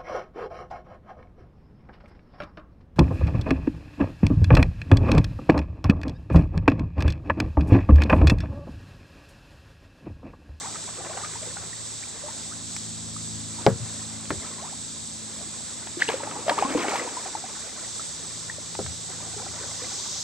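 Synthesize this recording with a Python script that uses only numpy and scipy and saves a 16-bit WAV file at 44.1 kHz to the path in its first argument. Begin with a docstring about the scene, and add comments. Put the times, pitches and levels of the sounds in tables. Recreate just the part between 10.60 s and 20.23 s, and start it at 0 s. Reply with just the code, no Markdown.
"""Kayaks on a calm forest river

Heard from one of the boats: small waves lap in swarms of gurgling bubbles; a near blade churns air and spray.
Single bubbles, chirps, plips, drops and slaps are added one by one; the paddle rings the hollow hull's modes.
Noise bands make low air and a high hiss with a late swell; the camera's small motor hums in shaft orders.
Dull echoes return from the banks, and two unequal microphone ports pick up the sum."""
import sys
import numpy as np
from scipy import signal
from scipy.fft import rfft, irfft, next_fast_len
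from scipy.io import wavfile
from scipy.ndimage import uniform_filter1d

SR = 44100
rng = np.random.default_rng(int(sys.argv[2]) if len(sys.argv) > 2 else 0)


def wav_record(signal):
    """Record a signal, one row per channel, as 16-bit PCM in the file named by sys.argv[1]."""
    frames = np.transpose(np.atleast_2d(signal))
    bounded = np.clip(frames, -1, 1)
    # unit amplitude maps onto the largest positive 16-bit level
    quanta = np.round(bounded * 32767).astype(np.int16)
    wavfile.write(sys.argv[1], SR, quanta)


N = 424683
TIME = np.arange(N) / SR  # s
FREQS = np.fft.rfftfreq(2 * next_fast_len(N // 2 + 4096), 1 / SR)  # Hz, padded past the end


def gain_of(db):
    """Decibels to gain."""
    return 10 ** (np.asarray(db) / 20)


def evened(x):
    """Scales to rms 1."""
    return x / np.sqrt(np.mean(x ** 2) + 1e-20)


def white():
    """White noise for the whole scene."""
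    return rng.standard_normal(N)


def decay(t, t60):
    """Exponential decay, 60 dB in t60 seconds."""
    return np.exp(-np.log(1000) * t / t60)


def read(points, hz=FREQS):
    """The columns of a spectrum table, joined on a log-frequency axis."""
    f, *columns = np.transpose(points)
    return [np.interp(np.log(hz + 1), np.log(f + 1), c) for c in columns]


def levels(rows):
    """The dB columns of a level curve as gains at every sample."""
    s, *columns = np.transpose(rows)
    return [gain_of(np.interp(TIME, s, c)) for c in columns]


def filtered(x, response):
    """Applies a frequency response."""
    spectrum = rfft(x, 2 * (len(FREQS) - 1))
    return irfft(spectrum * response)[..., :N]


def coloured(x, spectrum):
    """Gives x a spectrum, at rms 1."""
    return evened(filtered(x, gain_of(read(spectrum)[0])))


def add(mix, s, sound):
    """Mixes a sound in at time s."""
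    part = mix[max(round(s * SR), 0):][:len(sound)]
    part += sound[:len(part)]


def drift(per_s):
    """Random wander of rms 1 through per_s points a second."""
    return evened(np.interp(TIME * per_s, np.arange(600), rng.standard_normal(600)))


def surge(start, hold, db, rise_s, fade_s):
    """Gain that builds up to start, holds, then dies away; 20 dB in rise_s and in fade_s."""
    before = np.maximum(start - TIME, 0)
    after = np.maximum(TIME - start - hold, 0)
    return gain_of(db - 20 * (before / rise_s + after / fade_s))


def burst(source, s, db, t60):
    """A short, quickly dying piece of noise."""
    t = np.arange(0, 2 * t60, 1 / SR)
    return gain_of(db) * source[round(s * SR):][:len(t)] * decay(t, t60)


def snap(spectrum, size=1024):
    """One sharp minimum-phase pulse with about the given spectrum and peak 1."""
    magnitude = gain_of(read(spectrum, np.fft.rfftfreq(size, 1 / SR))[0])
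    cepstrum = irfft(np.log(magnitude))
    causal = 2 * cepstrum * (np.arange(size) < size / 2)
    pulse = irfft(np.exp(rfft(causal)))
    return pulse / abs(pulse).max()


def noise(spectrum, likeness, lead_rad=0):
    """Two partly alike channels of coloured noise, left leading; their mean has rms 1."""
    a, b = white(), white()
    same, shape = np.clip(likeness, -1, 1), gain_of(read(spectrum)[0])
    shared = filtered(a, shape * same * np.exp(-1j * lead_rad))
    own = filtered(b, shape * np.sqrt(1 - same ** 2))
    pair = np.array([filtered(a, shape), shared + own])
    return pair / pair.mean(0).std()


def bubble(hz, t60, rise_octaves, attack_s=0.00083):
    """A trapped air pocket rings, its pitch sliding as it nears the surface."""
    t = np.arange(0, t60, 1 / SR)
    turns = np.cumsum(hz * 2 ** (rise_octaves * t / t60)) / SR
    return np.sin(2 * np.pi * turns) * (1 - np.exp(-t / attack_s)) * decay(t, t60)


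def swarm(spectrum, per_s, cycles_at_1khz, spread_db, pitch_count=32):
    """Countless small bubbles of many sizes, at a nearly steady overall level."""
    out = np.zeros(N)
    pitches = np.geomspace(spectrum[0][0], min(spectrum[-1][0], 14000), pitch_count)
    for hz in pitches:
        t60 = cycles_at_1khz / np.sqrt(hz * 1000)
        shape = bubble(hz, t60, rng.uniform(-0.14, 0.8), attack_s=.5 / hz)
        shape = shape * np.sqrt(hz / np.sum(shape ** 2))
        draws = rng.random((1500, 3))[:int(per_s * N / SR / pitch_count)]
        excess = np.minimum(-np.log(1 - draws[:, 1]), 3)  # few are much stronger
        sizes = gain_of(spread_db * excess) * np.sign(draws[:, 2] - .5)
        for s, size in zip((draws[:, 0] * N / SR).tolist(), sizes):
            add(out, s, size * shape)
    out = coloured(out, spectrum)
    return out / np.sqrt(uniform_filter1d(out ** 2, size=8000) + 0.012)


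# low air over the river: (frequency [Hz], relative level [dB])
AIR_SPECTRUM = [(20, -25), (45, -13.5), (75, 0.5), (130, -1.5), (250, -2), (450, -9.5), (1000, -12.5),
                (2800, -15), (5000, -45)]
# high hiss: (frequency [Hz], relative level [dB])
HISS_SPECTRUM = [(1500, -22.5), (2600, -20), (3000, -12), (3600, -2), (4500, -3.5), (5500, -3), (6900, -.5),
                 (7500, 4.5), (8200, 4), (8700, -5), (9100, -15), (10000, -24.5), (11000, -27),
                 (15800, -31.5)]
# stereo image of the hiss: (frequency [Hz], left-right likeness [-1..1], left lead [rad])
HISS_STEREO = [(3000, 0.61, 0.5), (6600, 0.67, 0.85), (7690, .3, -1.5), (7800, .5, -3), (8500, 0.34, -1.14),
               (10000, .2, -2)]
# shrill band at the top of the hiss: (frequency [Hz], relative level [dB])
SHRILL_SPECTRUM = [(6800, -50), (7550, -15), (7840, 1.5), (8080, -7.5), (8900, -52)]
# broader hiss that swells late: (frequency [Hz], relative level [dB])
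SWELL_SPECTRUM = [(2500, -20.5), (3500, -3.5), (5000, -0.5), (6300, 2), (7600, -2.5), (8600, -22),
                  (10000, -27), (16000, -34)]
# its level: (time [s], level [dB])
SWELL_CURVE = [(0, -58), (4.5, -71), (6.5, -45), (8.6, -45.5), (9.1, -40), (9.55, -34.5), (9.63, -33.5)]
AIR_DB, HISS_DB, SHRILL_DB = -49, -39.5, -46


def background(shimmer_db=0.85, shimmer_per_s=8):
    """Low air, a slightly shimmering high hiss with its shrill band, and a broader hiss that swells late."""
    air = gain_of(AIR_DB) * noise(AIR_SPECTRUM, 0.49 * FREQS / (FREQS + 40))  # deepest rumble differs per port
    hiss = gain_of(HISS_DB) * noise(HISS_SPECTRUM, *read(HISS_STEREO))
    shrill = gain_of(SHRILL_DB) * noise(SHRILL_SPECTRUM, 0.99, -1.44)
    swell = levels(SWELL_CURVE)[0] * noise(SWELL_SPECTRUM, 0.6)
    shimmer = gain_of(shimmer_db * drift(shimmer_per_s))
    return air + shimmer * (hiss + shrill) + swell


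# hum of the camera's motor: (time [s], low drone level [dB], higher buzz level [dB])
HUM_CURVES = [(0, -50, -66), (1.1, -49, -64), (1.55, -57.5, -61), (1.85, -49, -51.5), (2.8, -41, -44),
              (3.8, -49.5, -48.5), (6.1, -54, -54), (7.0, -65, -63), (7.7, -50, -68), (8.8, -45, -60),
              (9.63, -54, -59)]
# low shaft orders: (multiple of shaft rate, relative level [dB])
DRONE_ORDERS = [(3, -7.5), (4, 0), (6, -1.5)]
# high shaft orders: (multiple of shaft rate, relative level [dB])
BUZZ_ORDERS = [(8, 0.5), (9, -11), (10, -6.5), (12, -12), (14, -18)]
MOTOR_HZ = 27.26  # shaft rate, before waver


def motor(waver=0.00303, waver_per_s=1.996, flutter_db=1.7, flutter_per_s=3.064):
    """Shaft orders of the camera's motor: one wavering speed, each order fluttering in strength."""
    turns = np.cumsum(MOTOR_HZ * (1 + waver * drift(waver_per_s))) / SR
    out = np.zeros(N)
    for level, orders in zip(levels(HUM_CURVES), (DRONE_ORDERS, BUZZ_ORDERS)):
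        tone = np.zeros(N)
        for k, db in orders:
            strength = gain_of(db + flutter_db * drift(flutter_per_s))
            tone += strength * np.sin(2 * np.pi * (round(k) * turns + rng.random()))
        out += level * evened(tone)
    return out


# small waves reaching the boats:
# (crest time [s], gurgle level before trim [dB], trickle level before trim [dB], time to fade 20 dB [s])
WAVE_ROWS = [(.02, -44.5, -43, .55), (.45, -45.5, -47, .85), (.66, -51.5, -46, 1.4),
             (1.66, -49.5, -49, 0.5), (2.95, -55, -53, .3), (3.27, -55, -50, .6), (3.41, -53, -51, .4),
             (3.85, -48.5, -45, .55), (4.82, -50.5, -49.5, 0.9), (5.27, -55, -47, 0.2),
             (6.58, -48.5, -45, 3), (8.56, -49.5, -53, 1.3), (8.82, -45.5, -46.5, .7),
             (9.05, -52, -47.5, .5), (9.25, -49.5, -47, 1.3)]
# low gurgle: (frequency [Hz], relative level [dB])
GURGLE_SPECTRUM = [(150, -21), (300, -4), (500, -4.5), (850, -5), (1200, -9), (1800, -16.5), (3000, -37)]
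# fine trickle: (frequency [Hz], relative level [dB])
TRICKLE_SPECTRUM = [(500, -53), (1000, 1), (1400, -0.5), (2100, -0.5), (2900, -9.5), (5000, -25),
                    (9000, -25)]
WAVE_RISE_S, CALM_DB = 0.28, -63.5  # time to build 20 dB; water between waves, before trim


def lapping(gurgle_db=2.4, trickle_db=-2.2, width=0.2, clump_db=1.6, clumps_per_s=28):
    """Each small wave builds and drains away in low gurgles and finer trickles spread over the water."""
    gurgle = trickle = gain_of(CALM_DB)
    for s, low_db, high_db, fade_s in WAVE_ROWS:
        gurgle = np.hypot(gurgle, surge(s, 0, low_db, WAVE_RISE_S, fade_s))
        trickle = np.hypot(trickle, surge(s, 0, high_db, WAVE_RISE_S, fade_s))
    clumps = gain_of(clump_db * drift(clumps_per_s))  # bubbles come in small clusters
    low_bubbles = swarm(GURGLE_SPECTRUM, per_s=600, cycles_at_1khz=55, spread_db=3.5)
    high_bubbles = swarm(TRICKLE_SPECTRUM, per_s=1300, cycles_at_1khz=44, spread_db=2.6)
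    low = gain_of(gurgle_db) * clumps * gurgle * low_bubbles
    high = gain_of(trickle_db) * clumps * trickle * high_bubbles
    low_side = gurgle * coloured(white(), GURGLE_SPECTRUM)
    high_side = trickle * coloured(white(), TRICKLE_SPECTRUM)
    side = width * (low_side + high_side)
    return np.array([low + high + side, low + high - side])


# large air pockets closing: (time [s], start pitch [Hz], level [dB], t60 [s])
BUBBLE_ROWS = [(.012, 780, -30, .05), (.155, 1250, -29.5, .04), (.385, 500, -33, .07),
               (.405, 740, -31, .05), (.496, 630, -31, .11), (.571, 760, -25, .043), (.635, 1200, -29, .1),
               (.87, 470, -33, .11), (.755, 887, -30, .056), (.825, 610, -33, .07), (.966, 765, -31, .06),
               (.969, 1430, -31, .035), (1.13, 1840, -29.5, .03), (1.636, 580, -31.5, .15),
               (1.684, 870, -29, .06), (2.564, 1180, -25, .018), (2.985, 900, -32, .06),
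               (5.371, 335, -24.5, .083), (5.481, 2750, -18, .025), (5.488, 440, -16, .06),
               (5.4885, 890, -17, .035), (5.489, 1600, -24, .07), (5.54, 505, -16.5, .056),
               (5.603, 850, -27.5, .06), (5.632, 535, -22.5, .045), (5.673, 830, -22.5, .04),
               (5.712, 1230, -28, .035), (5.762, 810, -26, .06), (5.79, 470, -30, .06),
               (5.865, 570, -23, .06), (5.881, 619, -10, .038), (5.893, 700, -9.5, .037),
               (5.896, 1130, -13, .023), (5.907, 560, -13, .036), (5.917, 910, -16, .06),
               (5.988, 400, -25, .13), (5.988, 1150, -22, .05), (6.024, 765, -5, .024),
               (6.032, 1040, -22, .08), (6.05, 1040, -17.5, .07), (6.049, 260, -21, .09),
               (6.105, 280, -25, .12), (6.149, 475, -13.5, .065), (6.154, 290, -13.5, .1),
               (6.175, 1000, -20, .03), (6.176, 330, -19, .06), (6.224, 2200, -23, .03),
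               (6.245, 790, -18, .05), (6.283, 390, -19, .047), (6.337, 745, -19, .054),
               (6.355, 860, -21, .05), (6.395, 1950, -19.5, .03), (6.449, 480, -26, .05),
               (6.475, 925, -23, .032), (6.57, 970, -23, .07), (6.658, 740, -26, .06),
               (6.751, 840, -17, .036), (6.839, 740, -27, .06), (7.395, 1260, -26.5, .033),
               (7.898, 1790, -19, .024), (7.983, 570, -30, .04), (8.15, 850, -28, .037),
               (8.765, 400, -31, .08), (8.799, 780, -29, .037), (8.865, 750, -29, .04),
               (9.219, 470, -30, .057)]


def large_bubbles(rise_octaves=.33):
    """Large single air pockets ring as they close, gliding up in pitch."""
    out = np.zeros(N)
    for s, hz, db, t60 in BUBBLE_ROWS:
        add(out, s, gain_of(db) * bubble(hz, t60, rise_octaves))
    return out


# air squeezed out of closing eddies:
# (time [s], start pitch [Hz], level before wobble [dB], length [s], climb [octaves])
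CHIRP_ROWS = [(.03, 720, -36, .05, 1), (1.423, 1580, -39, .022, .8), (3.975, 960, -41, .045, .25),
              (4.015, 520, -39.5, .058, 1.5), (4.052, 670, -40.5, .042, 1.2), (4.112, 520, -42, .035, 1.2),
              (1.91, 1100, -40, .03, .6), (5.418, 1400, -13.5, .01, .8), (5.496, 480, -26, .014, 1.8),
              (5.976, 680, -19, .016, 1.1)]


def chirps(roughness=.45):
    """Shrinking cavities climb in pitch; their wobble makes the tone uneven."""
    out = np.zeros(N)
    wobble = 1 + roughness * evened(uniform_filter1d(white(), size=160))
    for s, hz, db, length_s, octaves in CHIRP_ROWS:
        u = np.arange(0, 1, 1 / (length_s * SR))
        tone = np.sin(2 * np.pi * np.cumsum(hz * 2 ** (octaves * u)) / SR)
        swell = np.sin(np.pi * u) * wobble[round(s * SR):][:len(u)]
        add(out, s, gain_of(db) * swell * tone)
    return out


# bright plips in the lapping water and drops around the blade:
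# (time [s], peak level [dB], brightest frequency [Hz])
DROP_ROWS = [(.16, -28, 1600), (.577, -23, 1150), (.651, -25, 1500), (.737, -28, 1600), (.971, -26, 1400),
             (3.655, -29, 2500), (5.404, -24, 1800), (5.409, -18, 2200), (5.42, -19, 3300),
             (5.424, -18, 4000), (5.432, -19, 3400), (5.454, -24, 2700), (5.459, -26, 3900),
             (5.4895, -9, 3000), (5.506, -23, 1900), (5.521, -24, 3400), (5.533, -20, 2300),
             (5.536, -23, 5200), (5.636, -22, 1500), (5.713, -25, 2000), (5.897, -14, 2500),
             (5.989, -18, 2000), (6.025, -21, 1900), (6.174, -22, 2000), (6.284, -22, 4200),
             (6.36, -22, 4000)]
# one plip or drop: (multiple of brightest frequency, relative level [dB])
DROP_SPECTRUM = [(.1, -32), (.45, -9), (1, 0), (1.45, -4), (2.4, -29), (4.5, -42)]


def drops(splinter_db=-7, count=3, scatter_s=.013):
    """Each plip or drop is a sharp tick, and a few smaller ones patter within scatter_s."""
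    out = np.zeros(N)
    for s, db, hz in DROP_ROWS:
        add(out, s, gain_of(db) * snap(np.multiply(DROP_SPECTRUM, [hz, 1])))
        for late, size, pitch in rng.random((count, 3)):
            splinter_hz = hz * 2 ** (pitch - .5)
            splinter = snap(np.multiply(DROP_SPECTRUM, [splinter_hz, 1]))
            add(out, s + scatter_s * late, gain_of(db + splinter_db) * size * splinter)
    return out


# water slapping on blade and boat: (time [s], level before trim [dB])
SLAP_ROWS = [(.372, -34), (.448, -33), (.497, -33), (.573, -31), (.646, -30), (.83, -34), (5.272, -28),
             (5.414, -22), (5.882, -23), (5.896, -12), (5.987, -21), (6.124, -25), (6.283, -22),
             (6.358, -24), (6.488, -27), (8.151, -29), (8.263, -28.5)]
# slap: (frequency [Hz], relative level [dB])
SLAP_SPECTRUM = [(200, -23), (600, 1.5), (1700, 4.5), (2800, -1.5), (5000, -6.5), (8000, -32), (10000, -20),
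                 (16000, -41)]


def slaps(trim_db=-3, t60=.026):
    """Water slaps blade and boat in short, quickly dying noise."""
    out, wet = np.zeros(N), coloured(white(), SLAP_SPECTRUM)
    for s, db in SLAP_ROWS:
        add(out, s, burst(wet, s, db + trim_db, t60))
    return out


# small dry tick: (frequency [Hz], relative level [dB])
TICK_SPECTRUM = [(200, -20), (900, -7), (2400, -5), (3700, -15), (5000, -6), (5600, 3), (6400, -9),
                 (8000, -20), (16000, -36)]
TICK_S, TICK_DB = 2.1653, -18.3  # time; peak of the pulse


def tick(tail_db=-10, tail_t60=.02):
    """A crisp click with a very short noise tail."""
    out = np.zeros(N)
    add(out, TICK_S, gain_of(TICK_DB) * snap(TICK_SPECTRUM))
    add(out, TICK_S, burst(coloured(white(), TICK_SPECTRUM), TICK_S, TICK_DB + tail_db, tail_t60))
    return out


# a short blade swish before the first knock, then the pushes of one near stroke:
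# (start time [s], hold [s], churn level [dB], spray level before trim [dB], time for churn to fade 20 dB [s])
PUSH_ROWS = [(2.995, .06, -44, -58, .05), (5.405, .028, -40, -35.5, .05), (5.492, .04, -35.5, -38.5, .11),
             (5.6, .21, -39.5, -54, .2), (5.88, .04, -33, -39, .22), (5.982, .05, -34, -38, .4),
             (6.085, .06, -32.5, -39, .2), (6.18, .07, -30, -34.5, .23), (6.285, .085, -30.5, -33.2, .28)]
# air folded under: (frequency [Hz], relative level [dB])
CHURN_SPECTRUM = [(120, -35), (200, -9), (280, -1), (600, -5), (1000, -5), (1500, -13), (3000, -22.5)]
# merged smallest bubbles: (frequency [Hz], relative level [dB])
WASH_SPECTRUM = [(60, -50), (200, -11), (300, -3), (600, -2), (1100, -2), (1600, -8), (2600, -12),
                 (4000, -28), (9000, -60)]
# fine spray: (frequency [Hz], relative level [dB])
SPRAY_SPECTRUM = [(600, -18), (1500, -1), (2600, -1), (4000, -9.5), (6000, -7), (8500, -27), (10000, -16),
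                  (16000, -30)]
PUSH_RISE_S, SPRAY_FADE_S = .025, .12  # each the time for 20 dB


def blade(spray_db=-1.0, wash=.65):
    """The blade folds air into the water and throws fine spray; the smallest bubbles merge into a wash."""
    churn_surges = [surge(s, hold, db, PUSH_RISE_S, fade_s) for s, hold, db, _, fade_s in PUSH_ROWS]
    spray_surges = [surge(s, hold, db, PUSH_RISE_S, SPRAY_FADE_S) for s, hold, _, db, _ in PUSH_ROWS]
    churn, spray = np.max(churn_surges, axis=0), np.max(spray_surges, axis=0)
    low = swarm(CHURN_SPECTRUM, per_s=1700, cycles_at_1khz=40, spread_db=3.2)
    low = low + wash * coloured(white(), WASH_SPECTRUM)
    high = swarm(SPRAY_SPECTRUM, per_s=3400, cycles_at_1khz=17, spread_db=4.6)
    return churn * evened(low) + gain_of(spray_db) * spray * high


# paddle against hull: (time [s], ring level [dB], pitch factor of the place struck,
# dullness corner [Hz], extra boom [dB], crack level [dB], clatter level [dB])
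KNOCK_ROWS = [(3.065, 3.3, 0.97, 3950, 1.5, -2, -22), (3.7053, -14.5, .7, 1550, 0, -9, -27),
              (8.1901, -13, 0.93, 790, 11, -36, -50)]
# modes of the hollow hull, before the pitch factor: (frequency [Hz], relative level [dB], t60 [s])
HULL_MODES = [(86.5, -33, 0.45), (106, -40, 0.27), (120.3, -26, 0.3), (138.3, -15, 0.19), (152, -23, 0.25),
              (194, -17, 0.16), (246, -17, 0.12), (380, -27, 0.2), (440, -8.5, 0.067), (476, -22.5, 0.19),
              (557, -11, 0.095), (635, -15.5, 0.071), (717, -10, 0.048), (824, -12, 0.051),
              (1020, -19, .045)]
# crack and scuff: (frequency [Hz], relative level [dB])
CRACK_SPECTRUM = [(40, -40), (200, -14), (900, 7), (2300, -3), (5500, -3.5), (8000, -21), (10000, -35),
                  (16000, -46)]
# dense high modes: (frequency [Hz], relative level [dB])
CLATTER_SPECTRUM = [(60, -40), (300, -14), (800, 2), (1300, 0), (2300, -1), (2750, -17), (6000, -32),
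                    (10000, -50)]


def knocks(scuff_db=-20, scuff_t60=0.022, clatter_t60=.055, rattle_db=-29, rattle_t60=0.18,
           boom_hz=140, build_s=0.009, lowest_hz=75, crack_reach=1.8):
    """Each blow cracks, scuffs, rings the hull's low modes, clatters in its high ones and rattles inside."""
    out, t = np.zeros(N), np.arange(SR // 2) / SR
    scuff, clatter = coloured(white(), CRACK_SPECTRUM), coloured(white(), CLATTER_SPECTRUM)
    rattle = coloured(white(), [(40, -35), (150, -2), (800, 1.5), (1500, 0), (4000, -32)])  # (Hz, dB)
    for s, db, pitch, dull_hz, boom_db, crack_db, clatter_db in KNOCK_ROWS:
        ring = np.zeros(len(t))
        for hz, mode_db, t60 in HULL_MODES:
            extra_db = boom_db / (1 + (hz / boom_hz) ** 4)  # in the lowest modes, set for each blow
            force = gain_of(db + mode_db + extra_db)
            build = 1 - np.exp(-t / build_s * (hz / boom_hz) ** 2)  # slow bending waves fill it later
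            ring += force * build * np.sin(2 * np.pi * hz * pitch * t) * decay(t * pitch, t60)
        band_hz = [lowest_hz * pitch, min(dull_hz, SR / 4)]
        contact = signal.butter(2, band_hz, "band", fs=SR, output="sos")
        add(out, s, signal.sosfilt(contact, ring))  # soft contact weakens the high modes
        edge = signal.butter(2, min(crack_reach * dull_hz, SR / 3), fs=SR, output="sos")
        crack = gain_of(crack_db) * snap(CRACK_SPECTRUM)
        add(out, s, signal.sosfilt(edge, crack))  # and blunts the crack
        add(out, s, signal.sosfilt(edge, burst(scuff, s, crack_db + scuff_db, scuff_t60)))
        add(out, s, burst(clatter, s, clatter_db, clatter_t60))
        add(out, s, burst(rattle, s, db + rattle_db, rattle_t60))
    return out


# low hull swells after the blows: (time [s], pitch [Hz], peak level [dB], length [s])
BOOM_ROWS = [(3.11, 118, -18, .036), (3.2, 120, -29, .056), (3.762, 88, -34, .036), (8.192, 120, -27, .028),
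             (8.24, 81, -38, .1)]


def booms():
    """Soft swells of the hollow hull's lowest notes."""
    out = np.zeros(N)
    for s, hz, db, length_s in BOOM_ROWS:
        t = np.arange(0, length_s, 1 / SR)
        add(out, s, gain_of(db) * np.sin(np.pi * t / length_s) * np.sin(2 * np.pi * hz * t))
    return out


def banks(x, t60=0.57, build_s=0.0058, dull_hz=2500):
    """Scattered, dull echoes from the banks and trees."""
    t = np.arange(SR) / SR
    taps = rng.standard_normal((2, SR)) * (rng.random((2, SR)) < .05)  # sparse
    taps = taps * (1 - np.exp(-t / build_s)) * decay(t, t60)
    tail = signal.fftconvolve(x[None], taps / np.linalg.norm(taps[0]), axes=1)[:, :N]
    return filtered(tail, 1 / (1 + 1j * FREQS / dull_hz))


def scene(lag_s=.00004, water_echo_db=-15, knock_echo_db=-27):
    """All sources; the near water is a little to the right, so it reaches the left port later."""
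    bed = background() + motor() + lapping()
    water = large_bubbles() + chirps() + drops() + slaps() + blade()
    hull = tick() + knocks() + booms()
    near = np.array([filtered(water, np.exp(-2j * np.pi * FREQS * lag_s)), water])
    echoes = banks(gain_of(water_echo_db) * water + gain_of(knock_echo_db) * hull)
    return near + hull + echoes + bed


# unequal microphone ports: (frequency [Hz], left minus right [dB], left lead [rad])
PORT_BALANCE = [(20, 3, -0.12), (107, 4, -0.97), (300, 1.5, -0.44), (700, 1.1, -0.29), (2000, 1.5, -0.34),
                (4430, 0.5, -0.15), (8000, -2.5, -0.18), (14000, -3.5, -0.83)]
EDGE_HZ = 15900  # top of the band


def record(dry):
    """Unequal microphone ports, overload at full scale, then the band limit."""
    balance_db, lead_rad = read(PORT_BALANCE)
    half = gain_of(balance_db / 2) * np.exp(.5j * lead_rad)
    heard = np.clip(filtered(dry, np.array([half, 1 / half])), -1, 1)
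    lowpass = signal.firwin(511, EDGE_HZ, window=("kaiser", 9), fs=SR)
    return signal.oaconvolve(heard, lowpass[None], "same")


dry = scene()
out = record(dry)
wav_record(out)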